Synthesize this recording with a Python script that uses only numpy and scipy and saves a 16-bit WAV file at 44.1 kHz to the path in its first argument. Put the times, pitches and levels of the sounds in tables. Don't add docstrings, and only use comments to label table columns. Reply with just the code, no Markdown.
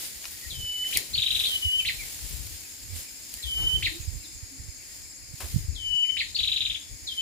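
import sys
import numpy as np
from scipy import signal
from scipy.fft import rfft, irfft, next_fast_len
from scipy.io import wavfile
from scipy.ndimage import uniform_filter1d, map_coordinates

SR = 44100
rng = np.random.default_rng(int(sys.argv[2]) if len(sys.argv) > 2 else 0)


def store_wav(level_fs):
    pcm = np.round(np.clip(np.atleast_2d(level_fs), -1, 1) * 32767)
    wavfile.write(sys.argv[1], SR, pcm.T.astype(np.int16))


N = 317961
TIME = np.arange(N) / SR
BAND_EDGE_HZ = 15550

# start and end in seconds, base pitch and final rise in Hz, full level in dB,
# opening and final push against it in dB, time of a brief dip in seconds, dip in dB,
# left minus right in dB, lag of the right channel in cycles.
WHISTLES = [(0.497, 0.88, 2986, 49.3, -30, -11, 4.5, .595, -7.5, 2, 0.14),
            (1.45, 1.811, 2982, 90, -27, -2, 7, 1.602, -25, 3.5, 0.59),
            (3.421, 3.769, 2997, 87.4, -25.5, -10, 4.5, 3.57, -1.5, 0.5, 0.44),
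            (5.746, 6.116, 2966, 83, -22.5, -19, 5, 6.072, -12, 10, 0.34),
            (7.067, 7.42, 3026, 59.5, -25, -8.5, 0, 7.158, -17, 5, 0.3)]
# time in seconds
# and pitch in Hz (both before a note's factors), relative level in dB, roughness from 0 to 1.
WHIP_SHAPE = [(0, 1590, -12, 0.15), (.004, 2550, -2.5, 0.16), (.008, 3383, -2.5, 0.28),
              (.014, 4220, -8, 0.52), (.021, 3874, -9.5, 0.56), (.026, 4397, -3.5, 0.75),
              (.031, 4460, 0.5, 0.73), (.036, 2850, -1, .2), (.042, 2297, -0.5, 0.03),
              (.05, 1963, -9, 0.15), (.055, 1750, -18, 0.3)]
LEAD_SHAPE = [(0, 3610, -13, .1), (.005, 4265, -10.5, 0.2), (.012, 4560, -5.5, 0.25),
              (.016, 4170, -3, 0.35), (.02, 3000, -12.5, .2), (.026, 2300, -17, 0.2)]
CHIP_SHAPE = [(0, 2870, -8.5, 0.2), (.003, 3490, -1.5, 0.22), (.006, 3843, -5, 0.3),
              (.009, 3944, -1.5, 0.19), (.012, 3600, -9, .3), (.015, 2830, -8, 0.15), (.019, 2170, -15, 0)]
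# start in seconds, relative level in dB, pitch factor, length factor,
# left minus right in dB.
WHIPS = [(.924, -26, 0.94, 0.97, 2.5), (1.848, -24, 0.95, 1.02, 0.5), (3.823, -23, 0.94, 1.02, 1.5),
         (6.166, -24, 0.95, 1.04, 2)]
# start, end and first note gap in seconds, relative level in dB, left minus right in dB.
TRILLS = [(1.135, 1.46, .0417, -17.5, 3), (6.346, 6.77, .042, -18, 4.5)]
# middle and length in seconds, level in dB, left minus right in dB.
RUBS = [(0.597, 0.19, -40.5, 16), (0.974, .08, -43, -10), (1.17, 0.13, -36, 22), (1.36, 0.17, -41.5, 18),
        (1.923, 0.45, -44, 24), (2.39, 0.47, -40, 27), (2.92, 0.23, -43, -24), (3.617, 0.28, -33.5, 1),
        (3.802, 0.26, -31, 20), (4.104, 0.27, -39, -17), (4.347, 0.092, -45, -14), (4.702, 0.29, -45, -19),
        (5.29, 0.32, -51, -19), (5.638, 0.36, -35.5, 9), (5.9, 0.14, -37.5, 26), (6.28, 0.26, -47.5, 22),
        (6.457, 0.15, -43.5, -13), (6.66, 0.27, -47.5, 4), (6.932, 0.096, -49.5, 16)]
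# frequency in Hz, relative density in dB.
RUMBLE_SPECTRUM = [(20, -37), (35, -1), (50, 2), (80, 1), (125, -7.5), (200, -21), (400, -27), (1200, -53),
                   (3000, -67)]
# start in seconds, relative level in dB, mid pitch in Hz,
# length in seconds, left minus right in dB.
BUMPS = [(0.46, -34, 62, 0.04, 26), (0.578, -38, 93, 0.044, 22), (1.647, -23.5, 79, 0.049, -35),
         (2.222, -29.5, 47.7, 0.071, 27), (2.336, -27, 60, 0.045, 28), (2.45, -34, 74.5, 0.03, 26),
         (2.899, -31, 85, 0.11, -30), (3.438, -29.5, 63.5, 0.075, 34), (3.736, -26, 77.4, 0.028, -10),
         (3.825, -30.5, 91, 0.061, 20), (3.997, -28.5, 79.4, 0.024, -26), (4.073, -21.5, 74.5, 0.032, -27),
         (4.425, -31, 82.6, 0.027, -27), (4.595, -30, 71, 0.02, -12), (4.683, -31, 65.4, 0.026, -24),
         (5.335, -31.5, 111, 0.018, -26), (5.428, -28.5, 69, 0.054, -12), (5.541, -16.5, 92.5, 0.015, -27),
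         (5.559, -11.5, 123, 0.016, -34), (5.579, -25, 107, 0.02, -15), (5.639, -28, 86, 0.033, -15),
         (5.68, -18, 75, 0.037, 32)]
# start in seconds, level in dB, decay in seconds,
# tilt in dB per octave, left minus right in dB.
CLICKS = [(.068, -30, 0.0009, 14, -3), (.2425, -28, 0.0013, -11, 5), (.254, -25.5, 0.0014, -8, 4),
          (.9724, -3.5, .001, 5.5, 6), (3.34, -22, 0.00094, 4.5, 0)]
SCUFFS = [(.305, -38, .025, 5, 3), (.945, -41.5, .06, -11.5, 21), (3.565, -41.5, .15, -1.5, 2),
          (5.402, -32.5, .025, -1.5, 7), (5.438, -39.5, .02, -4.5, 3)]
# start and length in seconds, first and last pitch in Hz,
# relative level in dB.
FAR_NOTES = [(0.41, 0.061, 2107, 1890, -47), (0.833, 0.019, 2530, 1650, -42.5),
             (1.794, 0.019, 2880, 2300, -34), (1.975, 0.07, 2585, 1950, -40),
             (2.621, 0.046, 2760, 2360, -53), (3.026, .09, 2570, 2200, -55),
             (3.595, 0.079, 302, 321, -51.5), (3.808, 0.11, 315.5, 327, -50), (3.902, 0.062, 308, 341, -41),
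             (4.232, 0.0347, 4280, 3400, -46), (4.229, 0.065, 311, 334, -53), (4.499, 0.088, 275, 265, -50),
             (6.042, 0.014, 2720, 2020, -40), (6.092, 0.01, 2610, 1950, -39)]
# start and end in seconds, pitch in Hz, chirps per second, level in dB.
CRICKET_BOUTS = [(0, 1.9, 7590, 15.6, -55), (1.93, 2.42, 7590, 15.6, -48.5), (2.56, 3.5, 7590, 15.6, -50),
                 (3.82, 4.39, 7590, 15.6, -50), (4.58, 5.2, 7590, 15.6, -52), (5.68, 6.7, 7590, 15.6, -56),
                 (0, 7.21, 6810, 14.2, -57)]
# time in seconds, relative level in dB.
RUSTLE_BED = [(0, -43), (1.1, -44), (2.3, -40.5), (2.8, -48), (3.9, -47.5), (4.35, -52), (5.25, -56.5),
              (7.21, -52.5)]
# middle and length in seconds, relative level in dB.
SWISHES = [(.02, 0.23, -36.5), (.95, 0.24, -35.5), (1.464, 0.51, -36.5), (2.044, 0.42, -46),
           (2.987, 0.2, -40), (3.352, 0.26, -48), (3.66, 1, -44.5), (4.944, 0.32, -49.5),
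           (5.504, 0.42, -43), (6.471, .4, -51), (7.159, .18, -51)]
# frequency in Hz, relative density in dB.
RUSTLE_SPECTRUM = [(100, -4), (500, -7), (1200, -13), (2200, -2.5), (4400, 1), (6000, -0.5), (8500, 1),
                   (11000, 1), (15500, -1.5)]
DRONE_SPECTRUM = [(100, -13), (280, 6.5), (400, -5), (700, -6), (1300, -11), (1700, -2.5), (2300, 2.5),
                  (3400, -19), (4500, 6.5), (6000, -10), (8200, -0.5), (11000, -8), (15500, -36)]
# centre and width in Hz, level in dB.
INSECT_BANDS = [(5110, 420, -52), (6730, 370, -50), (7330, 370, -53), (10320, 610, -58.5)]
# frequency in Hz, seconds to fall by 60 dB.
GROVE_T60 = [(300, .25), (2000, 0.22), (4000, 0.42), (8000, 0.21), (15000, 0.04)]


def bird(direct_db=-2.16):
    whips = chirps(WHIP_SHAPE, WHIPS)
    leads = chirps(LEAD_SHAPE, [(start, db, 1, 1, side_db) for start, _, _, db, side_db in TRILLS])
    trills = leads + chirps(CHIP_SHAPE, [note for row in TRILLS for note in trill_notes(*row)])
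    direct = gain_of(direct_db) * from_left(whips + trills, samples=3)
    echoes = grove(whips, -3.5, -9, near_t60=.075) + grove(trills, -3.5, -11, near_t60=.085)
    return whistles() + direct + echoes


def whistles(slide_hz=1300, slide_s=.009, settle_hz=360, settle_s=.052, opening_s=.053, swell_s=.085):
    slides, held, lifts = np.zeros((3, 2, N))
    for start, end, base_hz, rise_hz, full_db, soft_db, push_db, dip_at, dip_db, side_db, lag in WHISTLES:
        t = np.arange(0, end - start, 1 / SR)
        lifting = (t / t[-1]) ** 7
        hz = base_hz + slide_hz * np.exp(-t / slide_s) + settle_hz * np.exp(-t / settle_s)
        hz += rise_hz * lifting + 4 * drift(62.2, len(t))
        db = full_db + soft_db * np.exp(-np.maximum(t - opening_s, 0) / swell_s)
        db += push_db * lifting + dip_db * hump(start + t, dip_at, .054) + 2 * drift(97.9, len(t))
        release = np.minimum((t[-1] - t) / .008, 1)
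        pair = release * np.array([tone(hz, db, .02), tone(hz, db, .02, lag)])
        sway_db = 4 * drift(28, len(t))
        note = placed(pair, side_db + sway_db)
        sliding = np.exp(-t / .046)
        add(slides, start, note * sliding)
        add(held, start, note * (1 - sliding))
        add(lifts, start, note * lifting)
    echoes = grove(slides, 1.2, -5) + grove(lifts, -10, -9) + grove(held, -20, -22)
    return held + .5 * slides + echoes


def chirps(shape, notes, overtone_db=-8):
    out = np.zeros((2, N))
    at, hz, db, roughness = np.transpose(shape)
    for start, level_db, pitch, stretch, side_db in notes:
        t = np.arange(0, at[-1], 1 / (SR * stretch))
        shake = .1 * np.interp(t, at, roughness) * drift(1100, len(t))
        glide_hz = uniform_filter1d(np.interp(t, at, hz), size=80) * pitch * (1 + shake)
        note_db = np.interp(t, at, db) + level_db
        overtone = tone(2 * glide_hz, note_db + overtone_db, .068) / (1 + (glide_hz / 2500) ** 20)
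        add(out, start, placed(tone(glide_hz, note_db, .093) + overtone, side_db))
    return out


def trill_notes(start, end, gap, db, side_db, slowing=.00071, tiring_s=.4, pitch=1.017):
    count = np.arange(1, int((end - start) / gap) + 1)
    onsets = gap * count * (1 + slowing * count ** 2)
    onsets = onsets[onsets < end - start]
    fatigue = np.minimum(onsets / tiring_s, 1) ** 5
    return [(start + t, db - 7 * tired, pitch * (1 - .1085 * tired), 1 - .193 * tired, side_db)
            for t, tired in zip(onsets, fatigue)]


def grove(x, near_db, far_db, near_t60=.064, echoes_per_s=2500):
    t = np.arange(SR * 3 // 4) / SR
    near, far = rng.standard_normal((2, 2, len(t))) * (rng.random((2, 2, len(t))) < echoes_per_s / SR)
    near = near * (t > .002) * gain_of(-60 * t / near_t60)
    hz, when, spectrum = signal.stft(far * np.minimum(t / .019, 1), SR, nperseg=256)
    decay = gain_of(-60 * when / at_frequency(GROVE_T60, hz)[:, None])
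    far = signal.istft(spectrum * decay, SR, nperseg=256)[1][:, :len(t)]
    response = (gain_of(near_db) * unit_rms(near) + gain_of(far_db) * unit_rms(far)) / np.sqrt(len(t))
    return signal.fftconvolve(x, response, axes=1)[:, :N]


def grip_rumble(resting_db=-58, restless_db=3, lumpy_db=3.5):
    power = gain_of(resting_db + restless_db * np.array([drift(19, N), drift(5.2, N)])) ** 2
    for middle, length, db, side_db in RUBS:
        power += placed(gain_of(db) * hump(TIME, middle, length), side_db) ** 2
    rumble = noise(lambda f: at_frequency(RUMBLE_SPECTRUM, f), .11, N)
    return rumble * np.sqrt(power) * gain_of(lumpy_db * drift(25, N))


def bumps(trim_db=-1):
    out = np.zeros((2, N))
    for start, db, hz, length, side_db in BUMPS:
        progress = np.arange(0, 1, 1 / (SR * length))
        envelope = np.sin(np.pi * progress ** .7) ** 1.5
        vibration = np.sin(2 * np.pi * np.cumsum(hz * (1.2 - .4 * progress)) / SR)
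        add(out, start, placed(gain_of(db + trim_db) * envelope * vibration, side_db))
    return out


def contact_bursts(rows, low_cut_hz, attack_share):
    out = np.zeros((2, N))
    for start, db, decay, tilt_db, side_db in rows:
        def colour(f):
            bass_loss_db = 10 * np.log10(1 + (low_cut_hz / (f + 1)) ** 6)
            return tilt_db * np.log2(f + 1) - bass_loss_db - 60 * (f > BAND_EDGE_HZ)
        t = np.arange(0, 6 * decay, 1 / SR)
        envelope = np.exp(-t / decay) * (1 - np.exp(-t / (attack_share * decay)))
        add(out, start, placed(gain_of(db) * envelope * noise(colour, .9, len(t)), side_db))
    return out


def far_birds(direct_db=-5, waver=.035):
    out = np.zeros((2, N))
    for start, length, first_hz, last_hz, db in list(FAR_NOTES) + chatter():
        hz = np.geomspace(first_hz, last_hz, round(length * SR))
        hz *= 1 + waver * drift(400, len(hz))
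        add(out, start, placed(tone(hz, db, .6), side_db=2))
    return gain_of(direct_db) * out + grove(out, near_db=-4, far_db=-8)


def chatter(per_s=14, low_hz=2100, high_hz=2850, fall=.173):
    wait, length, pitch, level = rng.random((200, 4)).T
    starts = np.cumsum(-np.log(1 - wait)) / per_s
    hz = low_hz + (high_hz - low_hz) * pitch
    notes = zip(starts, .02 + .04 * length, hz, hz * (1 - fall), -63 + 6 * level)
    return [note for note in notes if note[0] < N / SR]


def crickets(sag_hz=170, duty=.57):
    out = np.zeros((2, N))
    for start, end, hz, rate, db in CRICKET_BOUTS:
        size = round((end - start) * SR)
        cycle = np.cumsum(rate * (1 + .028 * drift(4, size))) / SR % 1
        progress = np.minimum(cycle / duty, 1)
        chirp_hz = hz - sag_hz * (progress - .5) + 25 * drift(300, size)
        carrier = tone(chirp_hz, db + 1.2 * drift(8, size), .03)
        add(out, start, placed(carrier * np.sin(np.pi * progress), side_db=1))
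    return out + grove(out, near_db=-3, far_db=-8)


def rustle(trim_db=2.03, flicker_db=1.09, crackle_db=-10, snaps_per_s=500):
    power = gain_of(np.interp(TIME, *np.transpose(RUSTLE_BED))) ** 2
    for middle, length, db in SWISHES:
        power += (gain_of(db) * hump(TIME, middle, length)) ** 2
    snaps = (rng.random(N) < snaps_per_s / SR) * gain_of(3 * np.minimum(rng.exponential(1, N), 5))
    crackle = gain_of(crackle_db) * unit_rms(uniform_filter1d(snaps, size=24))
    hiss = noise(lambda f: at_frequency(RUSTLE_SPECTRUM, f), .087, N)
    envelope = np.sqrt(power * (1 + crackle ** 2)) * gain_of(trim_db + flicker_db * drift(150, N))
    return placed(hiss * envelope, side_db=1.45)


def air_and_insects(drone_db=-51.5, flicker_db=1.47):
    air = gain_of(drone_db) * noise(lambda f: at_frequency(DRONE_SPECTRUM, f), .24, N)
    for hz, width, db in INSECT_BANDS:
        band = noise(lambda f: -20 * np.log10(1 + 2 * ((f - hz) / width) ** 2), .056, N)
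        air += band * gain_of(db + flicker_db * drift(30, N))
    return placed(air, side_db=3.1)


def tone(hz, db, taper_share, lag_cycles=0):
    phase = 2 * np.pi * (np.cumsum(hz) / SR - lag_cycles)
    return np.sqrt(2) * gain_of(db) * np.sin(phase) * signal.windows.tukey(len(hz), taper_share)


def noise(colour, coherence, size):
    left, right, common = rng.standard_normal((3, next_fast_len(size)))
    white = np.sqrt(1 - coherence) * np.array([left, right]) + np.sqrt(coherence) * common
    hz = np.fft.rfftfreq(len(left), 1 / SR)
    return unit_rms(irfft(rfft(white) * gain_of(colour(hz)), len(left))[:, :size])


def drift(per_s, size):
    knots = rng.standard_normal(size // 64 + 200)
    return map_coordinates(knots, [np.arange(size) * per_s / SR], mode="mirror")


def hump(t, middle, length):
    return np.exp(-8 * ((t - middle) / length) ** 2)


def placed(x, side_db):
    ratio = gain_of(side_db) * np.ones(x.shape[-1])
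    return x * np.array([ratio, np.ones_like(ratio)]) * np.sqrt(2 / (1 + ratio ** 2))


def from_left(x, samples):
    return np.array([x[0], np.pad(x[1], (samples, 0))[:N]])


def add(mix, start, sound):
    part = mix[:, max(round(start * SR), 0):][:, :sound.shape[1]]
    part += sound[:, :part.shape[1]]


def at_frequency(points, hz):
    f, value = np.transpose(points)
    return np.interp(np.log(hz + 1), np.log(f + 1), value)


def gain_of(db):
    return 10 ** (np.asarray(db) / 20)


def unit_rms(x):
    return x / np.sqrt(np.mean(x ** 2) + 1e-20)


def scene():
    clicks = contact_bursts(CLICKS, low_cut_hz=2050, attack_share=.025)
    clicks = from_left(clicks, samples=1) + grove(clicks, near_db=-6, far_db=-15)
    hand = clicks + grip_rumble() + bumps() + contact_bursts(SCUFFS, low_cut_hz=316, attack_share=.13)
    return bird() + far_birds() + crickets() + air_and_insects() + rustle() + hand


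def record(dry):
    rounded = .95 * np.tanh(dry / .95)
    low_pass = signal.firwin(511, BAND_EDGE_HZ, window=("kaiser", 9), fs=SR)
    return signal.oaconvolve(rounded, low_pass[None], "same")


dry = scene()
out = record(dry)
store_wav(out)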